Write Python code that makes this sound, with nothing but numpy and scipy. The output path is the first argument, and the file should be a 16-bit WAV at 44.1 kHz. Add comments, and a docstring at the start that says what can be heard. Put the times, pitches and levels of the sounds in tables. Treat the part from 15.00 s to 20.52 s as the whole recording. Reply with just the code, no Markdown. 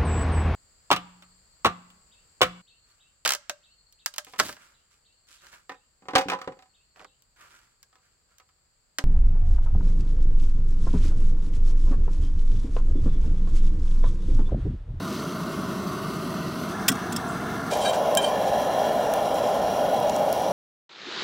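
"""Camp stove and steel pot

A liquid-fuel stove roars under a pot of bubbling water. Its foil windscreen shifts, then is knocked
and rattles. Next we listen from above, where the flame is louder: a spoon scrapes the thin steel pot,
knocks it once so that it rings, and ticks about in the food. Open ground, no walls, almost mono."""
import sys
import numpy as np
from scipy import signal
from scipy.fft import rfft, irfft, next_fast_len
from scipy.io import wavfile

SR = 44100
rng = np.random.default_rng(int(sys.argv[2]) if len(sys.argv) > 2 else 0)


def unload_audio(sound):
    """Save the sound as a 16-bit wav file, at the path given as the first command line argument."""
    columns = np.transpose(np.atleast_2d(sound))
    # keep every value between -1 and 1, then stretch to whole-number steps
    steps = np.round(np.clip(columns, -1, 1) * 32767)
    wavfile.write(sys.argv[1], SR, steps.astype(np.int16))


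N = 243431
SCENE_CHANGE_S = 2.706   # when the scene changes to a second spot, above the stove

# The tones the steel pot rings with. Each row: pitch in Hz, strength in dB when struck,
# strength in dB when scraped, seconds to fade by 60 dB.
POT_TONES = [(1616, -8, -4, 0.089), (2387, -15, -1.5, 0.17), (3132, -3, 1.5, 0.16), (3836, -16, -3, 0.14),
             (4560, -31, -7, 0.079), (5180, -15, -17, 0.058), (6040, -10, -15, 0.033),
             (6800, -12, -21, .05), (7520, -5, -23, 0.058), (7610, -7, -13, 0.043), (8455, -6, -19, 0.032),
             (8900, -16, -16, .05), (9400, -22, -19, .045), (10640, -3, -30, 0.027),
             (13090, -14, -40, .025), (14430, -14, -40, .025)]


def amp(db):
    """Turn decibels into a number to multiply by."""
    return 10 ** (np.asarray(db) / 20)


def rms_one(x):
    """Scale a signal so that its average level (rms) is 1."""
    return x / np.sqrt(np.mean(x ** 2) + 1e-20)


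def filtered(x, kind, hz, order=2):
    """Keep the part of a sound that is "low", "high" or in a "band"."""
    return signal.sosfilt(signal.butter(order, hz, kind, fs=SR, output="sos"), x)


def coloured(noise, slope, bumps=()):
    """Shape noise with a broad tone curve plus peaks and dips; the result has level 1."""
    size, top_hz = next_fast_len(N), 15850
    hz = np.arange(1, size // 2 + 2) * SR / size
    slope_hz, slope_db = np.array(slope).T
    level_db = np.interp(np.log(hz), np.log(slope_hz), slope_db)
    for centre, width, boost_db in bumps:
        level_db += boost_db / (1 + (2 * (hz - centre) / width) ** 2)
    return rms_one(irfft(rfft(noise, size) * amp(level_db) * (hz < top_hz), size)[:N])


def click(start, db):
    """A single click, start seconds in."""
    return amp(db) * (np.arange(N) == round(start * SR))


def ring(clicks, hz, fade_s):
    """Each click starts a pure tone that fades by 60 dB in fade_s seconds."""
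    decay, angle = amp(-60 / (fade_s * SR)), 2 * np.pi * hz / SR
    return signal.lfilter([0, np.sin(angle)], [1, -2 * decay * np.cos(angle), decay ** 2], clicks + 1e-18)


def grains(per_s, spread):
    """Random clicks; a larger spread makes their sizes more uneven."""
    sizes = amp(spread * np.minimum(rng.exponential(1, N), 4)) * rng.choice([-1, 1], N)
    return rms_one(sizes * (rng.random(N) < per_s / SR))


def drift(rate):
    """A smooth random wobble of size about 1, changing about rate times a second."""
    decay = np.exp(-80 * np.pi * rate / SR)
    slow = signal.lfilter([1], [1, -2 * decay, decay ** 2], rng.standard_normal(N // 40 + 2002))[2000:]
    return np.interp(np.arange(N) / 40, np.arange(len(slow)), rms_one(slow))


def held(start, end, rise_s, fall_s):
    """A volume curve: rises from start, holds until end, then drops 60 dB in fall_s seconds."""
    t = np.arange(N) / SR
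    rise = np.clip((t - start) / max(rise_s, 1e-3), 0, 1)
    return rise ** 2 * amp(-60 * np.clip((t - end) / max(fall_s, 1e-3), 0, 3))


def turbulence(swell_db, flicker_db):
    """Noise whose treble bands swell slowly, each on its own, and flicker quickly together."""
    size = next_fast_len(N)
    flicker = drift(39)
    spectrum = rfft(rng.standard_normal(size))
    hz = np.arange(size // 2 + 1) * SR / size
    out = irfft(spectrum * (hz < 900), size)[:N]
    edges = np.geomspace(900, SR / 2, num=49)
    for low, high in zip(edges, edges[1:]):
        gain = amp(swell_db * drift(4.4) + flicker_db * (low > 2000) * flicker)
        out += rms_one(gain) * irfft(spectrum * (hz >= low) * (hz < high), size)[:N]
    return out


def flame():
    """Swirling, burning fuel makes one roar, coloured by what stands around it."""
    # The roar's broad tone with the windscreen closed, with it shifted, and from above.
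    # Each row: frequency in Hz, relative level in dB.
    closed_slope = [(25, -33), (60, -17), (110, -11), (190, 0.5), (400, -17), (900, -5.5), (1600, -11),
                    (2500, -22), (5000, -24.5), (8000, -36), (12000, -39.5), (15600, -46)]
    shifted_slope = [(25, -26), (60, -15), (110, -8), (190, 0), (400, -7.5), (900, -11.5), (1600, -8.5),
                     (2500, -23), (5000, -31.5), (8000, -32.5), (12000, -39.5), (15600, -44)]
    above_slope = [(25, -41), (60, -21), (110, -20.5), (190, -12), (400, -13), (900, 1.5), (1600, -34.5),
                   (2500, -41.5), (5000, -43), (8000, -43.5), (12000, -47), (15600, -46.5)]
    # Peaks and dips from pot, foil and ground. Each row: centre in Hz, width in Hz, boost or cut in dB.
    closed_bumps = [(375, 140, 11), (515, 58, -9), (639, 56, 6.5), (848, 260, -15.5), (1450, 560, 2.5),
                    (1657, 210, -13.5), (2138, 77, 10.5), (2280, 1180, -14), (2700, 180, 7),
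                    (3650, 125, -12), (6020, 560, 14.5), (6020, 2430, -13.5)]
    shifted_bumps = [(546, 93, -14.5), (673, 140, 4.5), (902, 49, -7), (1372, 33, 6), (1550, 140, -6),
                     (1924, 134, -13), (2420, 210, -14), (3010, 130, -9), (6020, 440, 8),
                     (7240, 1700, -7.5)]
    above_bumps = [(339, 100, -4.5), (406, 83, 2), (602, 94, 7), (905, 112, -15), (1144, 232, -10),
                   (1447, 62, 7.5), (1755, 300, 9.5), (2320, 480, 8), (2817, 183, 12), (3244, 404, 15),
                   (4000, 640, 11), (4940, 120, 6), (5715, 860, 13.5), (7090, 240, 7), (7630, 530, -2.5),
                   (10460, 1350, 7.5), (11100, 250, 4.5), (12600, 760, 8), (14300, 900, 3), (8750, 400, -1)]
    # Bands of roar that the pot throws back as it is turned and set down.
    # Each row: start and end in seconds, centre and width in Hz, level in dB.
    pot_echoes = [(2.5, 3.33, 1008, 129, -38), (3.145, 4.143, 1718, 150, -45),
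                  (3.453, 4.9, 1380, 148, -46.5)]
    t = np.arange(N) / SR
    noise = turbulence(swell_db=1.4, flicker_db=0.97)
    shift = np.clip((t - 1.666) / 0.11, 0, 1)   # the windscreen slides to its new place
    near = (1 - shift) * coloured(noise, closed_slope, closed_bumps)
    near += shift * coloured(noise, shifted_slope, shifted_bumps)
    above = amp(-23) * coloured(noise, above_slope, above_bumps)
    echo_noise = rng.standard_normal(N)
    for start, end, hz, width, db in pot_echoes:
        band = rms_one(filtered(echo_noise, "band", [hz - width / 2, hz + width / 2]))
        above += amp(db) * held(start, end, rise_s=0.19, fall_s=0.41) * band
    second_spot = np.clip((t - SCENE_CHANGE_S) / 0.013, 0, 1)
    return (1 - second_spot) * amp(-30) * near + second_spot * above


def boiling_water():
    """Small bubbles burst and ring for a few cycles: a steady simmer with one short surge."""
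    # Larger bubbles that spit. Each row: start in seconds, level in dB, pitch in Hz.
    big_bubbles = [(.151, -38, 4700), (.175, -33, 4900), (.203, -33, 4600), (.25, -37, 4700)]
    pitches = np.geomspace(3800, 6000, 12)
    pitch_choice = rng.integers(0, 12, N)
    bursts = grains(per_s=2000, spread=3.5)
    fizz = sum(ring(bursts * (pitch_choice == k), hz, fade_s=3.0 / hz) for k, hz in enumerate(pitches))
    simmer = amp(-55.5)
    surge = amp(-46.5) * held(0.032, 0.19, rise_s=0.077, fall_s=0.21)
    spits = sum(ring(click(start, db), hz, fade_s=0.012) for start, db, hz in big_bubbles)
    return spits + (simmer + surge) * rms_one(fizz) * (np.arange(N) < SCENE_CHANGE_S * SR)


def windscreen():
    """Knocked foil rattles in a quick spray of tiny snaps, and its base thuds on the ground."""
    # Knocks on the foil. Each row: start in seconds, strength in dB, rattle length in seconds,
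    # lowest and highest frequency in Hz.
    knocks = [(1.8808, -11, 0.0135, 900, 16000), (1.898, -29, 0.008, 6000, 12000),
              (1.9165, -31, .011, 2500, 14000), (1.953, -41, 0.005, 4500, 8000),
              (2.1232, -31, 0.009, 3000, 15000), (1.999, -36, 0.022, 2800, 4500),
              (2.28, -39, .047, 6500, 10000), (2.1616, -25, 0.008, 3000, 13000)]
    # The tones the foil rings with. Each row: pitch in Hz, strength in dB, seconds to fade by 60 dB.
    foil_tones = [(1110, -5, 0.037), (1540, -4.5, 0.035), (1933, -9, 0.072), (2730, -7, 0.026),
                  (3340, -8, 0.094), (3680, -4, 0.016), (4990, -11, 0.057), (5500, -2.5, 0.037),
                  (5670, -7, 0.03), (6310, -3, 0.016), (7000, -6, 0.025), (7400, 1, 0.022),
                  (8250, 5, 0.015), (9000, -5, 0.022), (9900, -7, .02), (11100, -9, 0.025),
                  (13900, -10, .012)]
    # The base landing. 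Each row: start in seconds, strength in dB, pitch in Hz.
    landings = [(1.899, -16.5, 143), (1.911, -16, 255)]
    t, snaps = np.arange(N) / SR, np.zeros(N)
    spray = grains(per_s=18000, spread=2.0)
    for start, db, length, low_hz, high_hz in knocks:
        age = np.clip(t - start, 0, None)
        shake = (1 - np.exp(-age / 0.0005)) * np.exp(-(age / length) ** 3) / np.sqrt(length * SR)
        snaps += filtered(amp(db) * shake * spray, "band", [low_hz, high_hz])
    ringing = sum(amp(db) * ring(snaps, hz, fade_s) for hz, db, fade_s in foil_tones)
    crackle = filtered(snaps, "high", 1500)
    weak_band = signal.butter(1, [4050, 4700], "bandstop", fs=SR)   # the foil gives off little here
    crackle = signal.lfilter(*weak_band, crackle)
    thuds = sum(ring(click(start, db), hz, fade_s=0.051) for start, db, hz in landings)
    return ringing + amp(26) * crackle + filtered(thuds, "band", [115, 400])


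def spoon_scrape():
    """The dragged spoon sticks and slips; the tiny clicks rasp and set the pot ringing."""
    # Strokes of the spoon. Each row: start and end in seconds, ring strength in dB,
    # lift of the higher tones in dB per octave, rasp level in dB.
    strokes = [(2.704, 2.741, -47, -2, -36), (2.745, 2.794, -56, 0.1, -45), (2.801, 2.84, -51, 12, -44),
               (2.842, 2.868, -33, 0, -42), (2.874, 2.898, -50, 12, -42), (2.925, 2.958, -51.5, -9, -39.5),
               (3.213, 3.232, -40, 5, -43), (3.237, 3.279, -43, 4, -51)]
    damping = 0.65   # share of the ring time left while the spoon touches
    touch = np.array([held(start, end, rise_s=0.0059, fall_s=0.078) for start, end, *_ in strokes])
    ring_db, lift_db, rasp_db = np.array(strokes)[:, 2:].T
    slips = filtered(grains(per_s=4500, spread=2.5), "low", 10500)   # softened by the rounded edge
    ringing = np.zeros(N)
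    for hz, _, scraped_db, fade_s in POT_TONES:
        spot_db = 3.3 * drift(17)   # the spoon crosses each tone's lively and dead spots
        octaves = np.log2(hz / POT_TONES[2][0])
        pressure = amp(ring_db + lift_db * octaves) @ touch
        build_up = np.sqrt(fade_s * SR / 50)   # long rings gather more clicks
        drive = pressure * amp(scraped_db + spot_db) * slips / build_up
        ringing += ring(drive, hz, damping * fade_s)
    rasp = rms_one(filtered(grains(per_s=6500, spread=2.9), "band", [2300, 8000]))
    return ringing + (amp(rasp_db) @ touch) * rasp


def spoon_squeaks():
    """The spoon's edge squeaks on the steel with a very high, brief tone."""
    # Each row: start in seconds, level in dB.
    squeaks = [(2.77, -37), (2.8, -45)]
    tone = np.sin(2 * np.pi * 11350 * np.arange(N) / SR)
    return tone * sum(amp(db) * held(s, s + 0.005, rise_s=0.0028, fall_s=0.02) for s, db in squeaks)


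def spoon_ticks():
    """Each dry tick of the spoon is a click, its bounce and a burst of noise that dies at once."""
    # Each row: start in seconds, peak level in dB, rough pitch in Hz, seconds to fade by 60 dB,
    # seconds until the bounce.
    ticks = [(3.1514, -11, 9000, .011, .00022), (3.2485, -22, 9000, .004, .00012),
             (4.1382, -13, 9000, 0.009, .00032), (4.344, -25, 7500, .004, .00014),
             (4.964, -31, 7000, .012, .00014), (5.0015, -23, 10000, 0.0044, .00033),
             (5.097, -17, 5600, 0.0042, .0003), (5.1638, -18, 7500, 0.005, .00014),
             (5.328, -13, 11500, .012, .0004), (5.4225, -24, 11000, .004, .00012)]
    length = 600   # samples
    out, t = np.zeros(N), np.arange(length) / SR
    for start, peak_db, hz, fade_s, bounce_s in ticks:
        clicks = 9.5 * (t == 0) + 10.0 * (np.abs(t - bounce_s) < 0.5 / SR)
        burst = (rng.standard_normal(length) + clicks) * amp(-60 * t / fade_s)
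        burst = filtered(burst, "band", [hz / 2.5, hz * 1.6], order=3)
        first = round(start * SR)
        out[first:first + length] += amp(peak_db) * burst / np.abs(burst).max()
    return out


def pot_knock():
    """One blow rings the pot until the spoon presses on the wall again and stills it."""
    blow_s, blow_db, contact_s, press_s = 3.172, -14.5, 0.00074, 3.205
    age = np.arange(N) / SR - blow_s
    onset = np.clip(age / contact_s, 0, 1)
    blow = click(blow_s, blow_db)
    ringing = sum(amp(db) * ring(blow, hz, fade_s) for hz, db, _, fade_s in POT_TONES)
    ringing *= onset * held(0, press_s, rise_s=0, fall_s=0.11)
    crack_level = amp(blow_db - 8) * onset * amp(-60 * np.clip(age, 0, 1) / 0.038)
    crack = filtered(crack_level * rng.standard_normal(N), "high", 5000)   # many short, high tones
    return ringing + crack


def scene():
    """Every source sits in the middle; a faint noise, opposite in left and right, hisses along."""
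    # The tone of that faint noise. Each row: frequency in Hz, relative level in dB.
    width_slope = [(12, -34), (20, 7), (164, 0), (693, -18), (889, -15), (1170, -26), (1310, -22),
                   (2690, -3), (3650, -16), (5690, -57), (7300, -36), (15000, -40)]
    middle = flame() + boiling_water() + windscreen()
    middle += spoon_scrape() + spoon_squeaks() + spoon_ticks() + pot_knock()
    width_noise = amp(-61) * coloured(rng.standard_normal(N), width_slope)
    return middle + width_noise * [[1], [-1]]


def record(dry):
    """The microphone's opening rings and lifts the highest treble; the very top is cut off."""
    peak_hz, width_hz, cutoff_hz = 15600, 820, 17100
    ringing = signal.lfilter(*signal.iirpeak(peak_hz, peak_hz / width_hz, fs=SR), dry)
    return signal.sosfilt(signal.cheby2(12, 70, cutoff_hz, fs=SR, output="sos"), dry + 0.66 * ringing)


dry = scene()
out = record(dry)
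unload_audio(out)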